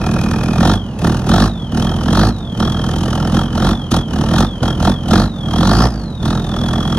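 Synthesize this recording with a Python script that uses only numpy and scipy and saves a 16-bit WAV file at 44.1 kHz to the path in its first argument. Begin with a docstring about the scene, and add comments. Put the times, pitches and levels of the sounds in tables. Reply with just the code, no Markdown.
"""A cold five-cylinder turbodiesel hunts at idle, heard outdoors close to its tail pipe.
Fuel comes in bursts: the engine speeds up and barks, then coasts almost silently while the whistle sinks.
Each firing sends filtered impulses down the pipe, noise bursts through block resonances and a spit of gas.
The turbo is a pair of randomly shaken tones; two close microphone ports hear it all unequally."""
import sys
import numpy as np
from scipy import signal
from scipy.fft import rfft, irfft, next_fast_len
from scipy.io import wavfile
from scipy.ndimage import uniform_filter1d, map_coordinates

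SR = 44100
rng = np.random.default_rng(int(sys.argv[2]) if len(sys.argv) > 2 else 0)


def dump_mix(stems):
    """Bounce the given channels to the path in sys.argv[1] as a 16-bit WAV at rate SR."""
    frames = np.atleast_2d(stems).T  # one column per channel
    limited = np.clip(frames, -1, 1)  # hard clip at full scale
    pcm = np.round(limited * 32767).astype(np.int16)
    wavfile.write(sys.argv[1], SR, pcm)


def volts(x):
    """Linear amplitude factor 10**(x/20) for a level x in dB, scalar or array-like."""
    e = np.asarray(x, float) / 20
    return 10 ** e


N = 307818

# The governor's dose. Each row: time in seconds, share of full fuel.
FUEL_DOSE = [(0, 0.31), (0.574, 0.319), (0.621, 0.621), (0.664, 0.781), (0.723, 0.768), (0.792, 0.076),
             (0.968, 0.054), (1.021, 0.261), (1.054, 0.572), (1.242, 0.165), (1.308, 0.726), (1.413, 0.879),
             (1.431, 0.936), (1.484, 0.371), (1.525, 0.108), (1.706, 0.07), (1.782, 0.542), (1.993, 0.261),
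             (2.092, 0.437), (2.198, 0.951), (2.294, 0.665), (2.32, 0.147), (2.519, 0.066), (2.586, 0.232),
             (2.622, 0.702), (2.703, 0.311), (3.002, 0.332), (3.327, 0.339), (3.349, 0.646), (3.5, 0.127),
             (3.613, 0.527), (3.672, 0.811), (3.774, 0.136), (3.92, 0.038), (3.922, 0.945), (4.049, 0.0),
             (4.156, 0.288), (4.318, 0.424), (4.397, 0.844), (4.5, 0.082), (4.622, 0.077), (4.623, 0.622),
             (4.775, 0.126), (4.876, 0.812), (4.952, 0.124), (5.025, 0.064), (5.078, 0.22), (5.135, 0.921),
             (5.208, 0.887), (5.287, 0.132), (5.327, 0.072), (5.432, 0.112), (5.64, 0.74), (5.698, 0.861),
             (5.858, 0.972), (5.885, 0.289), (6.033, 0.134), (6.198, 0.041), (6.272, 0.647), (6.425, 0.252),
             (6.647, 0.351), (6.98, 0.343)]
# Unequal manifold runs, in firing order. Each row: thump delay in ms at full spread,
# relative thump in dB, relative knock in dB.
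CYLINDER_RUNS = [(-0.39, 0.5, -2), (1.27, -1, -3.5), (-2.38, -1, -2.5), (0.46, 1, -2.5), (-1.57, 1.7, -3)]
# Lowest modes of the exhaust pipe. Each row: frequency in Hz, width in Hz, relative level in dB.
PIPE_MODES = [(54.6, 26, -0.5), (137, 36, 1.5)]
# Block and underbody struck by a firing. Each row: frequency in Hz, width in Hz, relative level in dB.
BLOCK_MODES = [(223, 59, -0.5), (317, 72, 6.5), (510, 462, 0.5), (758, 98.4, 6), (901, 63, 1),
               (1172, 171, 1.5), (1369, 150, 0.1), (1667, 104, -4.5), (1809, 70, -6.5), (2548, 18, -14),
               (3220, 130, -11.5), (5510, 215, -11.5)]
# Spectrum of one firing's thump. Each row: frequency in Hz, relative level in dB.
THUMP_SPECTRUM = [(80, -58), (120, -8), (150, 2.5), (190, 0.7), (235, 1.5), (262, -10.5), (320, -4),
                  (450, -30.5), (800, -77)]
# Turbulence inside the pipe. Each row: frequency in Hz, relative level in dB.
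DRONE_SPECTRUM = [(30, -36), (50, -2.5), (120, -2), (230, 0.7), (300, -12), (750, -17), (1400, -26.5),
                  (2100, -38), (3300, -36), (6000, -47), (10000, -66), (15800, -98)]
# Gas at the pipe mouth. Each row: frequency in Hz, relative level in dB.
HISS_SPECTRUM = [(1500, -66), (2600, 0.5), (3300, -1), (4500, -2), (5500, -5), (6300, -1), (8000, -9),
                 (9700, -6.5), (10800, -19), (13000, -11), (14500, -78), (15800, -54)]
# The pipe mouth favours some whistle pitches. Each row: frequency in Hz, gain in dB.
OUTLET_GAIN = [(2520, -0.5), (2720, -12), (2950, -2), (3070, -1.5), (3250, 6.5), (3380, 5.5), (3550, 1),
               (3800, 0.5), (4200, -1), (5100, -4)]
# Lead of the first port over the second. Each row: frequency in Hz, phase in radians.
PORT_LEAD = [(0, 0), (1980, -0.1), (2330, 2.5), (2840, -4.7), (3100, -5.1), (5250, -4.5), (6460, -5.2),
             (7410, -1.7), (10200, -6.0), (11600, -6.4), (12500, -9.2), (14400, -9.5), (15000, -12.6),
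             (16600, -12.5)]
# Gain of the first port over the second. Each row: frequency in Hz, gain in dB.
PORT_TILT = [(60, -1.0), (110, -1.5), (200, -1.5), (380, -1.5), (700, -2.0), (1290, -3.0), (2380, 1.0),
             (4400, 2.5), (8120, 2.0), (15000, 0.0)]
# Likeness of the ports before lead and tilt. Each row: frequency in Hz, correlation for equal sources.
PORT_LIKENESS = [(100, .999), (600, .99), (1500, .96), (2500, .91), (5000, .82), (14000, .84)]
# How a layer follows the engine, before its own offset. Each row: level in dB at a dose sum of 1,
# dB per tenfold dose, dose left without fuel (sign ignored), lag in seconds (negative: none),
# dB per tenfold speed, dB per tenfold boost.
THUMP_FOLLOW = (-6.5, 22, 0.0662, -0.03, 0.5, -7)
BOOM_FOLLOW = (-11.8, 15.5, .03, .006, -12, 4)
KNOCK_FOLLOW = (-12.5, 26, 0, 0.0051, 5.5, -14)
HISS_FOLLOW = (-29, 25.5, -0.01, -0.01, 3.5, -10.5)
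WHISTLE_FOLLOW = (-28.5, 11.5, 0.2, -1.3, -11, -1.5)

FIRST_TURN = .17  # share of a firing interval already past at the start
# speed in firings/s: settled without fuel, added at full fuel; flywheel lag
COAST_RATE_HZ, FUEL_RATE_HZ, FLYWHEEL_S = 24.6154, 51.058, .2265
IDLE_RATE_HZ, IDLE_BOOST = 41.5, .2  # reference speed, share of full boost
BOOST_POWER, SPOOL_S = 1.438, .567
# turbine pitch: at the start without fuel, its climb, added at full boost
SPIN_HZ, WARM_HZ_PER_S, BOOST_HZ = 1010, 55.6, 7795
SURGE_HZ, SURGE_S = 330, .06  # quick extra pitch under full fuel, its lag
HEARD_EARLY_S = .0031  # a dose sounds this long before its push reaches the flywheel
RUSH_HZ, RUSH_PULL = 5000, .35  # pitch of rushing air, share of the way the whoosh is drawn to it
# gain control: memory, level left alone, share of a rise taken back
GAIN_LAG_S, GAIN_FROM_DB, GAIN_SHARE = 1, -13.5, 1
TOP_HZ = 15830


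def along(points, hz):
    """(Hz, value) points interpolated on a log frequency axis."""
    f, v = np.transpose(points)
    return np.interp(np.log(hz + 1), np.log(f + 1), v)


def unit(x):
    """Scaled to rms 1."""
    return x / np.sqrt(np.mean(x ** 2) + 1e-20)


def filtered(x, response):
    """x times a complex response of frequency."""
    m = next_fast_len(N + SR // 2)
    return irfft(rfft(x, m) * response(np.fft.rfftfreq(m, 1 / SR)), m)[..., :N]


def coloured(spectrum, x):
    """x through a (Hz, dB) spectrum, zero phase."""
    return filtered(x, lambda hz: volts(along(spectrum, hz)))


def resonances(modes):
    """Causal response of second-order (Hz, width, dB) modes, alternating in sign."""
    def response(hz):
        total = 0
        for k, (centre, width, db) in enumerate(modes):
            damping = 1j * hz * width
            total = total + (-1) ** k * volts(db) * damping / (centre ** 2 - hz ** 2 + damping)
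        return total
    return response


def noise():
    """Two unrelated white noises: the direct sound and what scatters off the underbody."""
    return rng.standard_normal((2, N))


def train(at, sizes):
    """Impulses of the given sizes."""
    return np.bincount(np.clip(at.astype(int), 0, N - 1), sizes, N)


def bursts(at, sizes, rise_s, fall_s):
    """Envelope that swells to a peak 3 ms ahead of each firing mark and dies away."""
    t = np.arange(-SR // 20, SR // 20 + 1) / SR
    shape = np.where(t < 0, np.exp(-(t / rise_s) ** 2), np.exp(-np.abs(t) / fall_s))
    peaks = at - .003 * SR
    return np.abs(signal.fftconvolve(train(peaks, sizes), shape, mode="same"))


def lagged(x, lag_s, start=None):
    """x followed with a first-order delay, as by an inertia."""
    keep = np.exp(-1 / (max(lag_s, 1 / SR) * SR))
    first = x[0] if start is None else start
    return signal.lfilter([1 - keep], [1, -keep], x, zi=[keep * first])[0]


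def fuel(ahead_s=0):
    """Share of full fuel per sample, read ahead_s early."""
    return np.interp(np.arange(N) / SR + ahead_s, *np.transpose(FUEL_DOSE))


def speed():
    """Firings a second: the flywheel follows the fuel."""
    return lagged(COAST_RATE_HZ + FUEL_RATE_HZ * fuel(), FLYWHEEL_S)


def boost():
    """Share of full boost: exhaust energy spools the turbo up slowly."""
    return lagged(fuel() ** BOOST_POWER, SPOOL_S)


def turbine():
    """Whistle pitch in Hz: follows boost, surges under a full dose, climbs as the wheel warms."""
    warm_hz = lagged(SPIN_HZ + WARM_HZ_PER_S * np.arange(N) / SR, SPOOL_S)
    return warm_hz + BOOST_HZ * boost() + SURGE_HZ * lagged(fuel() ** 2, SURGE_S)


def load(law):
    """Level in dB of a layer, from fuel, speed and boost; more air changes the burn."""
    full_db, per_dose, rest, lag_s, per_speed, per_boost = law
    dose = lagged(fuel(HEARD_EARLY_S), lag_s) + abs(rest)
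    burn_db = full_db + per_dose * np.log10(dose)
    speed_db = per_speed * np.log10(speed() / IDLE_RATE_HZ)
    return burn_db + speed_db + per_boost * np.log10(boost() / IDLE_BOOST)


def per_firing(at, law):
    """A load as gain, held from 11 ms after one firing to 11 ms after the next."""
    firing = np.searchsorted(at, np.arange(N) - .011 * SR)
    held_db = load(law)[at][np.clip(firing, 0, len(at) - 1)]
    return volts(uniform_filter1d(held_db, size=SR // 200))


def firings():
    """Sample index and cylinder row of every firing, from the integrated speed."""
    turns = FIRST_TURN + np.cumsum(speed()) / SR
    at = np.flatnonzero(np.diff(np.floor(turns)))
    return at, np.array(CYLINDER_RUNS)[np.arange(len(at)) % len(CYLINDER_RUNS)]


def exhaust(at, cylinder, jitter_ms, scatter_db, drone_ref_db):
    """Suction pulses leave the pipe .31 interval late, thump and boom; turbulent gas drones under them."""
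    chance = rng.standard_normal((len(at), 2))
    arrival = at + .31 * np.gradient(at)
    thump_db = load(THUMP_FOLLOW)
    spread = np.clip(volts(-17 - thump_db[at]), .3, 1)  # a full dose evens out the cylinders
    delay_ms = spread * (cylinder[:, 0] + jitter_ms * chance[:, 0])
    sizes = -volts(cylinder[:, 1] + scatter_db * chance[:, 1])
    thump = unit(coloured(THUMP_SPECTRUM, train(arrival + delay_ms * SR / 1000, sizes)))

    def pipe(hz):
        lowpass = 1 / (1 + (hz / 150) ** 6)
        highpass = 1 / (1 + (33 / (hz + 1)) ** 8)
        return resonances(PIPE_MODES)(hz) * lowpass * highpass

    boom = unit(filtered(train(arrival, -np.ones(len(at))), pipe))
    drone_db = drone_ref_db + .46 * (thump_db + 23)  # turbulence varies less than the pulses
    drone = volts(drone_db) * unit(coloured(DRONE_SPECTRUM, noise()))
    direct = np.array([[1], [0]])
    return drone + direct * (volts(thump_db - 3.0) * thump + volts(load(BOOM_FOLLOW)) * boom)


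def knock(at, cylinder, scatter_db, between_db, sharp_db):
    """Diesel knock: one sharp blow and a few rough milliseconds into the block, over a steadier rattle."""
    chance = rng.standard_normal((len(at), 2))
    sizes = volts(cylinder[:, 2] + scatter_db * chance[:, 0])
    envelope = unit(bursts(at, sizes, rise_s=.0054, fall_s=.0047)) + volts(between_db)
    rough = unit(noise() * volts(2.15 * rng.standard_normal(N)))
    blow_at = at + (.0004 * chance[:, 1] - .005) * SR
    sharp = volts(sharp_db) * unit(train(blow_at, sizes))

    def block(hz):
        highpass = (1j * hz / 140 / (1 + 1j * hz / 140)) ** 2
        return resonances(BLOCK_MODES)(hz) * highpass

    return per_firing(at, KNOCK_FOLLOW) * unit(filtered(envelope * rough + sharp, block))


def hiss(at, scatter_db, between_db):
    """Gas spits from the pipe mouth with each firing, over a steady flow."""
    sizes = volts(scatter_db * rng.standard_normal(len(at)))
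    puff = unit(bursts(at, sizes, rise_s=.0039, fall_s=.0046)) + volts(between_db)
    grain = noise() * volts(2.3 * rng.standard_normal(N))
    spit = unit(coloured(HISS_SPECTRUM, puff * grain))
    steady = volts(-52.5) * unit(coloured(HISS_SPECTRUM, noise()))  # air is pumped even without fuel
    return volts(4.5) * per_firing(at, HISS_FOLLOW) * spit + steady


def gliding(width_hz, knot_s, above_hz=0):
    """A pair of tones above_hz over the turbine pitch, each shaken at random by width_hz."""
    knots = rng.standard_normal((2, int(N / SR / knot_s) + 4))
    places = [np.arange(N) / SR / knot_s]
    wander = np.array([map_coordinates(row, places) for row in knots])
    pitch_hz = turbine() + above_hz + width_hz * wander
    return np.sin(2 * np.pi * np.cumsum(pitch_hz, axis=1) / SR)


def whistle(at, whoosh_ref_db):
    """The turbine sings a tone that puffs chop into beads; hard gas flow turns it into a broad whoosh."""
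    flow = np.minimum(uniform_filter1d(volts(load(HISS_FOLLOW) + 32.5), size=SR // 20), 1)
    throb = unit(bursts(at, volts(rng.standard_normal(len(at))), rise_s=.0045, fall_s=.005))
    fuelled = np.clip(5 * flow, .55, 1)  # a coasting engine puffs less
    chop = fuelled * throb + (1 - fuelled) * .5 + .1
    beads = chop * gliding(80 + 150 * flow ** 2, knot_s=.0017)
    whoosh_gain = volts(whoosh_ref_db) * flow ** 2 * np.sqrt(boost() / IDLE_BOOST) * (.5 + .7 * throb)
    pull_hz = RUSH_PULL * (RUSH_HZ - turbine())
    whoosh = whoosh_gain * gliding(380, knot_s=.0008, above_hz=pull_hz)
    clear = 1 - .4 * flow ** 2
    voice = volts(load(WHISTLE_FOLLOW)) * clear * beads
    return coloured(OUTLET_GAIN, voice) + whoosh


def ports(pair):
    """Two ports: a lead and a tilt by frequency; scattered sound reaches them with opposite signs."""
    side = np.array([[.5], [-.5]])

    def turn(hz):
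        return np.arccos(np.clip(along(PORT_LIKENESS, hz), 0, 1)) / 2

    def port(hz):
        return volts(side * along(PORT_TILT, hz)) * np.exp(1j * side * along(PORT_LEAD, hz))

    direct = filtered(pair[0], lambda hz: np.cos(turn(hz)) * port(hz))
    scattered = filtered(pair[1], lambda hz: 2 * side * np.sin(turn(hz)) * port(hz))
    return direct + scattered


def scene():
    """The engine as the two ports hear it."""
    at, cylinder = firings()
    engine = exhaust(at, cylinder, jitter_ms=.31, scatter_db=1.4, drone_ref_db=-23.5)
    engine = engine + knock(at, cylinder, scatter_db=1.76, between_db=-21, sharp_db=-4.5)
    engine = engine + hiss(at, scatter_db=3.5, between_db=-5)
    return ports(engine + whistle(at, whoosh_ref_db=-27.5))


def low_pass(x):
    """Removes everything above the highest recorded frequency."""
    return signal.sosfilt(signal.butter(12, 17020, fs=SR, output="sos"), x)


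def record(dry):
    """Gain control rides the slow level, peaks are rounded off and the top band is dropped."""
    power = np.mean(dry ** 2, axis=0)
    slow_db = 10 * np.log10(lagged(power, GAIN_LAG_S, start=volts(2 * GAIN_FROM_DB)))
    ridden = dry * volts(GAIN_SHARE * (GAIN_FROM_DB - slow_db))
    rounded = ridden / (1 + np.abs(ridden) ** 6) ** (1 / 6)
    mix = filtered(rounded, lambda hz: hz < TOP_HZ)
    return low_pass(mix)


dry = scene()
out = record(dry)
dump_mix(out)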